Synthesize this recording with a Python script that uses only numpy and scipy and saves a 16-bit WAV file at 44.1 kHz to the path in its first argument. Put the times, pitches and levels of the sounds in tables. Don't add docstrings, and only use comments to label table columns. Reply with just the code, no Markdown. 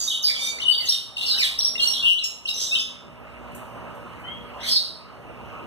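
import sys
import numpy as np
from scipy import signal
from scipy.fft import rfft, irfft, next_fast_len
from scipy.io import wavfile
from scipy.ndimage import uniform_filter1d, map_coordinates

SR = 44100
rng = np.random.default_rng(int(sys.argv[2]) if len(sys.argv) > 2 else 0)


def inscribe(sig):
    pcm = np.round(np.clip(np.atleast_2d(sig).T, -1, 1) * 32767)
    wavfile.write(sys.argv[1], SR, pcm.astype(np.int16))


def voltage_ratio(level):
    return 10 ** (np.asarray(level, float) / 20)


N = 249606

# start_s, length_s, from_hz, to_hz, level_db
TRILLS = [
    (.001, 0.071, 7650, 5610, -25.5),
    (1.172, 0.11, 2835, 4640, -37),
    (1.661, 0.067, 4000, 5630, -35),
    (1.935, 0.075, 2700, 4600, -22),
    (2.54, 0.065, 6390, 5450, -27.5),
    (2.602, 0.046, 7314, 4770, -22),
]
# start_s, length_s, from_hz, to_hz, level_db
WARBLES = [(0, 0.073, 4805, 4664, -38), (0, 0.015, 3780, 3840, -50), (.09, 0.05, 3550, 3150, -33),
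           (.093, 0.073, 3030, 2970, -29.5), (.122, 0.051, 3765, 3624, -29.5),
           (.255, .07, 3890, 3550, -38.5), (.279, 0.044, 2348, 2150, -24.5),
           (.786, 0.081, 2200, 1856, -35.5), (.8, 0.068, 2935, 2780, -32), (4.73, .07, 4400, 4300, -27),
           (1.3, .05, 1182, 1573, -26.5), (1.377, 0.073, 3070, 1607, -22), (2.02, 0.042, 2700, 2720, -30),
           (2.05, 0.045, 3400, 3390, -36), (2.754, 0.023, 2830, 3183, -25.5),
           (2.765, 0.0716, 3607, 3465, -33.5), (4.244, 0.089, 1910, 2283, -38.5),
           (1.34, 0.045, 1402, 1920, -38.5)]
# start_s, from_hz, to_hz, level_db
FLICKS = [(.225, 7120, 5120, -27), (.584, 1810, 2730, -27), (.614, 2830, 5450, -31),
          (.869, 3125, 4820, -22.5), (.884, 3420, 6100, -18), (.912, 2940, 3330, -27),
          (.946, 3390, 2650, -22.5), (1.179, 2920, 4200, -38), (1.587, 5740, 5500, -14),
          (1.605, 3016, 5500, -19), (1.645, 5630, 5510, -12), (1.654, 2740, 4400, -31),
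          (1.752, 1960, 2140, -29), (.038, 5700, 5700, -30), (1.158, 3680, 3660, -42),
          (1.178, 3790, 3700, -26), (1.166, 3000, 2600, -27), (1.209, 2950, 2600, -25),
          (1.229, 2750, 2900, -23), (1.249, 2750, 3050, -24), (2.454, 2650, 3000, -29),
          (1.226, 3470, 3690, -27.5), (1.238, 3600, 3780, -31), (1.428, 4085, 3450, -12.5),
          (1.317, 4280, 3700, -22), (1.455, 3896, 3080, -26), (2.752, 3744, 3590, -27),
          (2.188, 4070, 3960, -23.5), (.742, 3670, 3750, -25), (1.779, 3470, 3980, -25),
          (1.799, 3440, 5100, -22), (1.87, 5730, 5560, -13.5), (1.872, 3600, 4020, -37),
          (1.919, 3000, 4050, -37), (1.945, 2930, 4830, -27), (1.934, 3670, 4120, -27),
          (1.668, 3590, 4060, -30), (1.676, 5590, 5460, -16), (.921, 3630, 3760, -22),
          (2.187, 4020, 3700, -40), (2.238, 5190, 5730, -21), (2.238, 6730, 6560, -25.5),
          (2.473, 3100, 6320, -30), (2.482, 3760, 3920, -23.5), (2.782, 4260, 5330, -30),
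          (2.794, 5400, 5100, -24), (2.801, 5640, 7140, -29)]
# start_s, from_hz, to_hz, level_db
CHIRPS = [(.071, 3610, 3910, -25), (.296, 2280, 1492, -27), (.597, 2598, 3320, -28.5),
          (.62, 3010, 2990, -23), (.777, 4600, 4510, -24), (.851, 7250, 5530, -28.5),
          (1.159, 4240, 4680, -48), (1.18, 2650, 2950, -33), (1.34, 2900, 3070, -29.5),
          (1.419, 4350, 4130, -23), (1.752, 2680, 2860, -24), (1.794, 3140, 3350, -23.5),
          (2.174, 2970, 4380, -27.5), (2.234, 7970, 6780, -32), (2.452, 2500, 3330, -33),
          (2.48, 3700, 3865, -29.5), (2.484, 2930, 2640, -26), (2.748, 2842, 3280, -18),
          (2.748, 4026, 3465, -20)]
# start_s, length_s, from_hz, to_hz, level_db
RASPS = [(.235, 0.0735, 4850, 4750, -25.5), (.25, 0.048, 3800, 3750, -32.5), (.298, 0.056, 4400, 4800, -46),
         (.345, 0.028, 3666, 2905, -29), (.722, 0.036, 3620, 3800, -31.5), (.901, 0.06, 3974, 4500, -36.5),
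         (1.262, 0.03, 2810, 2967, -33), (1.208, 0.033, 3406, 4760, -32), (1.258, 0.085, 5450, 4750, -27),
         (1.262, 0.097, 4610, 3824, -24), (1.452, 0.038, 4700, 3560, -48), (1.62, 0.07, 4240, 4325, -36),
         (2.205, 0.051, 2700, 2817, -32), (2.25, 0.03, 5460, 5260, -43.5), (2.53, 0.21, 3900, 3795, -38.5),
         (2.556, 0.14, 7700, 7480, -37.5), (2.574, 0.1, 3160, 3300, -42.5), (2.68, .08, 5800, 4900, -37),
         (2.59, 0.056, 4700, 4900, -38.5), (2.478, .04, 5500, 4800, -37), (4.58, 0.11, 1709, 2247, -31.5),
         (4.59, 0.11, 2900, 3615, -40), (4.601, 0.08, 5690, 6630, -43.5), (4.6, 0.11, 3600, 4350, -34.5),
         (4.7, 0.09, 4500, 4350, -24.5), (4.72, .075, 4050, 3900, -28), (4.69, 0.071, 5450, 5020, -22.5),
         (4.67, .05, 4300, 4900, -29.5), (4.74, .05, 5000, 4750, -29), (4.66, 0.054, 3300, 3500, -34),
         (4.65, 0.062, 6060, 6480, -40.5), (4.66, 0.048, 3110, 3700, -46)]
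# start_s, length_s, from_hz, to_hz, level_db
WHISTLES = [(.29, 0.22, 2300, 2300, -30), (.392, 0.08, 3573, 3713, -30), (.624, 0.023, 3704, 3600, -31),
            (.652, 0.028, 2980, 2930, -21), (.672, .052, 2922, 2928, -17.5),
            (.678, 0.054, 2990, 2990, -15.5), (.706, 0.045, 4540, 4620, -27.5),
            (.733, 0.026, 3036, 3400, -28), (.89, 0.011, 5740, 5310, -14),
            (.916, 0.0352, 3596, 3784, -24.5), (1.412, 0.06, 4430, 2650, -24),
            (1.38, .035, 5800, 4450, -27), (4.235, .06, 2990, 3190, -37), (4.285, .07, 3170, 3310, -39),
            (1.614, 0.035, 5600, 5330, -24), (1.66, 0.023, 5550, 5637, -22.5),
            (1.79, 0.078, 2780, 2970, -20), (1.815, 0.036, 4220, 4350, -20),
            (1.887, 0.036, 5546, 5560, -27.5), (2.022, 0.125, 2795, 2810, -19.5),
            (2.05, 0.1, 2985, 2992, -19), (2.07, .055, 2895, 2905, -26), (2.712, 0.043, 2560, 2740, -21),
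            (2.705, 0.022, 3630, 3810, -26), (2.12, 0.039, 2900, 2910, -23), (2.085, .04, 2610, 2600, -33),
            (2.05, .075, 3190, 3200, -31), (1.285, 0.067, 4700, 4800, -40), (1.315, .06, 3920, 3815, -34)]
FLICK_S, CHIRP_S = 0.0095, 0.0183
FLICK_HZ, CHIRP_HZ, WHISTLE_HZ, WARBLE_HZ, RASP_HZ = 6.6, 34.1, 12.2, 63, 216.8
SWEEPS_PER_S = 88

# time_s, membrane_strain_db, lopsided_swing_db, breath_db
EFFORT = [(0, 13, -13, -5.5), (.12, 0, 6, -15.5), (.33, 0, 7, -22), (.5, 16.5, 5.5, -2.5),
          (.62, 0, 6.5, -29.5), (.72, -7, -34, -22.5), (.85, -1, 1.5, -10), (1.22, 5, -1, -10.5),
          (1.3, -2.5, -36, -13.5), (1.39, 11.5, 7, -53), (1.45, -16, 13, -3), (1.62, -14.5, 12, -14),
          (1.78, -4.5, 3.5, -25.5), (1.9, -4, 8, -3.5), (2.07, -11.5, -1.5, -30.5), (2.24, -5.5, 13, -24),
          (2.6, 2, 0.5, -11.5), (2.8, 0.5, 3.5, -26.5),
          (4.3, -23, -13, -51),
    (4.6, -21, 22, -27),
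    (4.67, 15.5, -12, -7.5),
    (4.7, 6, 1, -8.5),
    (4.74, -7, 12, -20.5),
    (4.8, -12, 1, -26),
]
EVEN_DB, ODD_DB = -20, -17
# frequency_hz, gain_db
BEAK = [(600, -68), (1300, -19), (1900, -9), (3000, -0.5), (5000, 3), (7000, 0), (10000, 0.5), (15000, 7)]
# frequency_hz, level_db
BREATH = [(1000, -26), (2000, -13.5), (4000, 4.5), (5200, 0), (6800, -7), (8500, 1), (10000, -9),
          (11300, -3), (12900, -10), (14200, -6), (16000, -29)]
# time_s, straight_path_db, lean_to_left_port_db
HEAD = [(0, 2.5, -4), (.1, -1.5, -0.5), (.27, 2, -4), (.45, 0, 0), (.64, 3.5, 3), (.7, 7, 1.5), (.76, 3, 2),
        (.9, 2.5, 2), (1.18, 2, 5), (1.24, -1, 6), (1.43, 1, 4), (1.6, 4, 3.5), (1.8, 3.5, -2),
        (1.95, 0.5, 3), (2.04, 5, -5), (2.11, 6, -3.5), (2.25, -1, 7.5), (2.55, -0.5, 5.5), (2.76, 3.5, 4),
        (4.3, 2, 3), (4.65, -0.5, 3), (4.75, 3.5, 2)]
# frequency_hz, t60_s
PORCH = [(300, 0.49), (3000, 0.53), (6000, 0.49), (10000, 0.55), (15000, 0.32)]

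# start_s, depth_db
DUCKS = [
    (0, 7.5),
    (.1, 11),
    (.71, 9),
    (.9, 12),
    (1.45, 9.5),
    (1.91, 7),
    (2.1, 13.5),
    (2.8, 9),
    (4.74, 9),
]
STREET_DB, RECOVER_DB_PER_S, DUCK_S = -43.5, 11.5, 0.064
# frequency_hz, density_db_per_hz
RUSH = [(40, -18), (60, 7.5), (200, 3.5), (600, -0.5), (1250, 0), (1600, -8.5), (1850, -12), (2050, -11),
        (2400, -5.5), (2850, -5.5), (3300, -21.5), (4000, -27), (7000, -29.5), (15000, -33)]
# frequency_hz, correlation (no unit)
ALIKE = [(100, 0.78), (500, 0.78), (1000, -0.04), (1600, 0.1), (3000, 0.48), (4200, 0.47), (4850, -0.49),
         (5500, -0.022)]
# frequency_hz, level_db
HUM = [(120, -6.5), (180, -9.5), (240, -4.5), (480, -13), (578, -10.5), (636, -12), (955, -17.5),
       (1270, -13.5)]
# time_s, level_db
DRONE = [(0.0, -63), (0.28, -69), (0.66, -48), (0.71, -59), (0.87, -57), (0.96, -68), (1.29, -49),
         (1.37, -54), (1.59, -48), (1.87, -63), (2.74, -58), (2.79, -68), (3.48, -45), (3.7, -63),
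         (4.67, -48), (4.82, -68), (5.64, -53), (5.66, -59)]

# start_s, peak_db, rattle_t60_s
TICKS = [
    (3.5169, -68, 0.073),
    (3.549, -51.5, 0.062),
    (3.9494, -68.5, 0.089),
    (4.1974, -67.5, 0.069),
]
# frequency_hz, gain_db
WIRE = [(3000, -36.5), (6000, -1), (8000, 12), (10000, 10), (14000, 9), (16000, 1)]

# frequency_hz, gain_db
LEFT_PORT = [(100, 0.5), (1200, -9.5), (2500, -2.5), (5000, -5), (7500, -8.5), (10400, -17), (12000, -10),
             (15000, -16)]
# frequency_hz, gain_db
CROSSFEED = [(100, -3), (1200, -3), (2400, -2), (3600, -3), (4900, -7), (7200, -5), (9000, -7),
             (10400, -14), (11700, -9), (13000, -13), (15000, -12)]
PORT_LAG_S = 1 / 2470
BAND_BINS = 8
TOP_HZ, TOP_WIDTH_HZ = 15450, 150


def unit(x):
    return x / np.sqrt(np.mean(x ** 2) + 1e-20)


def along(points, hz):
    f, v = np.transpose(points)
    return np.interp(np.log(hz + 1), np.log(f + 1), v)


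def curves(rows):
    time_s, *columns = np.transpose(rows)
    return [np.interp(np.arange(N) / SR, time_s, column) for column in columns]


def wobble(rate):
    knots = rng.standard_normal(int(N * rate / SR) + 4)
    return map_coordinates(knots, [np.arange(N) * rate / SR])


def filtered(x, response):
    m = next_fast_len(N + SR // 2)
    return irfft(rfft(x, m) * response(np.fft.rfftfreq(m, 1 / SR)), m)[..., :N]


def coloured(x, points):
    return filtered(x, lambda hz: voltage_ratio(along(points, hz)))


def add_trills(voice, air, flutter, throb):
    for start_s, length_s, from_hz, to_hz, level_db in TRILLS:
        start = max(round(start_s * SR), 0)
        span = slice(start, start + int(length_s * SR))
        sweep_rate = SWEEPS_PER_S * (1 + 0.2 * np.tanh(throb[span]))
        phase = np.cumsum(sweep_rate) / SR % 1
        u = np.clip(phase / 0.5, 0, 1)
        swell = voltage_ratio(level_db) * np.sin(np.pi * u)
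        pitch = from_hz * (to_hz / from_hz) ** u + 180 * flutter[span]
        voice[start:][:len(u)] += swell * np.sin(2 * np.pi * np.cumsum(pitch) / SR)
        air[start:][:len(u)] += swell


def song():
    notes = []
    for rows, length_s, flutter_hz in [(FLICKS, FLICK_S, FLICK_HZ), (CHIRPS, CHIRP_S, CHIRP_HZ)]:
        notes += [(start_s, length_s, *rest, flutter_hz) for start_s, *rest in rows]
    for rows, flutter_hz in [(WHISTLES, WHISTLE_HZ), (WARBLES, WARBLE_HZ), (RASPS, RASP_HZ)]:
        notes += [(*row, flutter_hz) for row in rows]
    return notes


def add_notes(voice, air, flutter, throb):
    for start_s, length_s, from_hz, to_hz, level_db, flutter_hz in song():
        start = round(start_s * SR)
        u = np.linspace(0, 1, int(length_s * SR))
        pitch = from_hz * (to_hz / from_hz) ** u + flutter_hz * flutter[start:][:len(u)]
        edges = np.clip(np.minimum(u / 0.0028, (1 - u) / 0.0042) * length_s, 0, 1)
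        swell = voltage_ratio(level_db) * edges * np.sin(np.pi * u) ** 0.5
        swell *= voltage_ratio((1.5 + flutter_hz / 45) * np.tanh(throb[start:][:len(u)]))
        voice[start:][:len(u)] += swell * np.sin(2 * np.pi * np.cumsum(pitch) / SR)
        air[start:][:len(u)] += swell


def bird():
    voice, air = np.zeros(N + SR), np.zeros(N + SR)
    flutter, throb = wobble(450), wobble(110)
    add_notes(voice, air, flutter, throb)
    add_trills(voice, air, flutter, throb)
    voice, air = voice[:N], air[:N]

    strain_db, lopsided_db, breath_db = curves(EFFORT)
    swing = voice / (air + 1e-9)
    even = voltage_ratio(EVEN_DB + strain_db + lopsided_db) * (2 * swing ** 2 + 0.37 * swing ** 4)
    odd = voltage_ratio(ODD_DB + strain_db) * (2 * swing ** 3 + 1.32 * swing ** 5)
    tone = coloured(air * (swing + even + odd), BEAK)
    hiss = unit(coloured(rng.standard_normal(N), BREATH))
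    breath = uniform_filter1d(air, size=900) * voltage_ratio(breath_db - 2) * hiss
    return voltage_ratio(3) * (tone + breath)


def porch(x):
    hz, t, z = signal.stft(rng.standard_normal((2, SR * 3 // 4)), SR, nperseg=256)
    decay = voltage_ratio(-60 * t / along(PORCH, hz)[:, None])
    tail = signal.istft(z * decay, SR, nperseg=256)[1]
    age = np.arange(tail.shape[1]) / SR
    tail *= (1 - np.exp(-age / 0.00048)) * (1 + 0.34 * np.exp(-age / 0.084))
    tail /= np.linalg.norm(tail[0])
    walls = rng.random((8, 2))
    for port in range(2):
        tail[port, (60 + 900 * walls[:, port]).astype(int)] += 0.14
    return signal.fftconvolve(x[None], tail, axes=1)[:, :N]


def ducking():
    start_s, depth_db = np.transpose(DUCKS)[:, :, None]
    age = np.arange(N) / SR - start_s
    depth = (age >= 0) * (depth_db - RECOVER_DB_PER_S * age)
    return uniform_filter1d(np.clip(depth.max(axis=0), 0, None), int(DUCK_S * SR) + 1)


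def pump_hum():
    t = np.arange(N) / SR
    hum = np.zeros(N)
    for hz, level_db in HUM:
        hum += voltage_ratio(level_db + 2.5 * wobble(7)) * np.sin(2 * np.pi * hz * t + 0.53 * wobble(5))
    return hum


def street():
    z = signal.stft(rng.standard_normal((2, N)), nperseg=512)[2]
    patches = uniform_filter1d(rng.standard_normal(z.shape[1:]), size=6, axis=0)
    patches = uniform_filter1d(patches, size=14, axis=1)
    pair = signal.istft(z * voltage_ratio(2.0 * unit(patches)), nperseg=512)[1][:, :N]

    def mid_side_response(hz):
        angle = np.arccos(np.clip(along(ALIKE, hz), -1, 1)) / 2
        return voltage_ratio(along(RUSH, hz)) * [np.cos(angle), np.sin(angle)]

    mid, side = filtered(pair, mid_side_response)
    rush = unit(np.array([mid + side, mid - side]))
    return voltage_ratio(STREET_DB - ducking() + 6.5) * (rush + pump_hum() * voltage_ratio([[-5], [-1]]))


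def drone():
    level_db, = curves(DRONE)
    pitch = 61 + 2.5 * wobble(5)
    return voltage_ratio(level_db + [[4.5], [7.5]]) * np.sin(2 * np.pi * np.cumsum(pitch) / SR)


def cage():
    out, t = np.zeros(N + SR), np.arange(SR // 2) / SR
    for start_s, peak_db, t60_s in TICKS:
        rattle = voltage_ratio(peak_db + 11.5 - 60 * t / t60_s) * rng.standard_normal(len(t))
        out[round(start_s * SR):][:len(t)] += rattle
    return coloured(out[:N], WIRE)


def scene():
    near = bird() + cage()
    facing_db, lean_db = curves(HEAD)
    arrivals = np.array([near, np.pad(near, (4, 0))[:N]])
    direct = arrivals * voltage_ratio(facing_db + [lean_db - 2.5, -lean_db - 7])
    return direct + porch(near * voltage_ratio(-0.6 * facing_db)) + street() + drone()


def masked(pair, under_db, slope_db, beside_db):
    hz, _, z = signal.stft(pair, SR, nperseg=1024)
    band = (np.arange(len(hz)) + BAND_BINS // 2) // BAND_BINS
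    first_bins = np.unique(band, return_index=True)[1]
    level = np.add.reduceat(abs(z) ** 2, first_bins, axis=1)
    level = uniform_filter1d(level, size=3, axis=2)
    strongest = level.max(axis=0)
    loud = strongest * (strongest > voltage_ratio(-63))
    index = np.arange(level.shape[1])
    apart = abs(index[:, None] - index)
    reach = voltage_ratio(2 * (under_db - slope_db * apart))
    spread = (reach[:, :, None] * loud).max(axis=1)
    heard = level > np.maximum(spread, level[::-1] * voltage_ratio(2 * beside_db))
    keep = heard[:, band] | (hz < 1900)[:, None]
    return signal.istft(z * keep, SR, nperseg=1024)[1][:, :N]


def low_pass(x):
    return signal.sosfilt(signal.butter(12, 15790, fs=SR, output="sos"), x)


def record(dry):
    ports = np.array([coloured(dry[0], LEFT_PORT), dry[1]])

    def delayed_share(hz):
        return voltage_ratio(along(CROSSFEED, hz)) * np.exp(-2j * np.pi * hz * PORT_LAG_S)

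    across = filtered(ports[::-1], delayed_share)
    left, right = masked(voltage_ratio(-1.5) * (ports - across), under_db=-33, slope_db=0.8, beside_db=-11)
    mid_side = np.array([left + right, left - right]) / 2
    mid, side = masked(mid_side, under_db=-37, slope_db=0.9, beside_db=-11)
    stereo = np.array([mid + side, mid - side])
    mix = filtered(stereo, lambda hz: 0.5 - 0.5 * np.tanh((hz - TOP_HZ) / TOP_WIDTH_HZ))
    return low_pass(mix)


dry = scene()
out = record(dry)
inscribe(out)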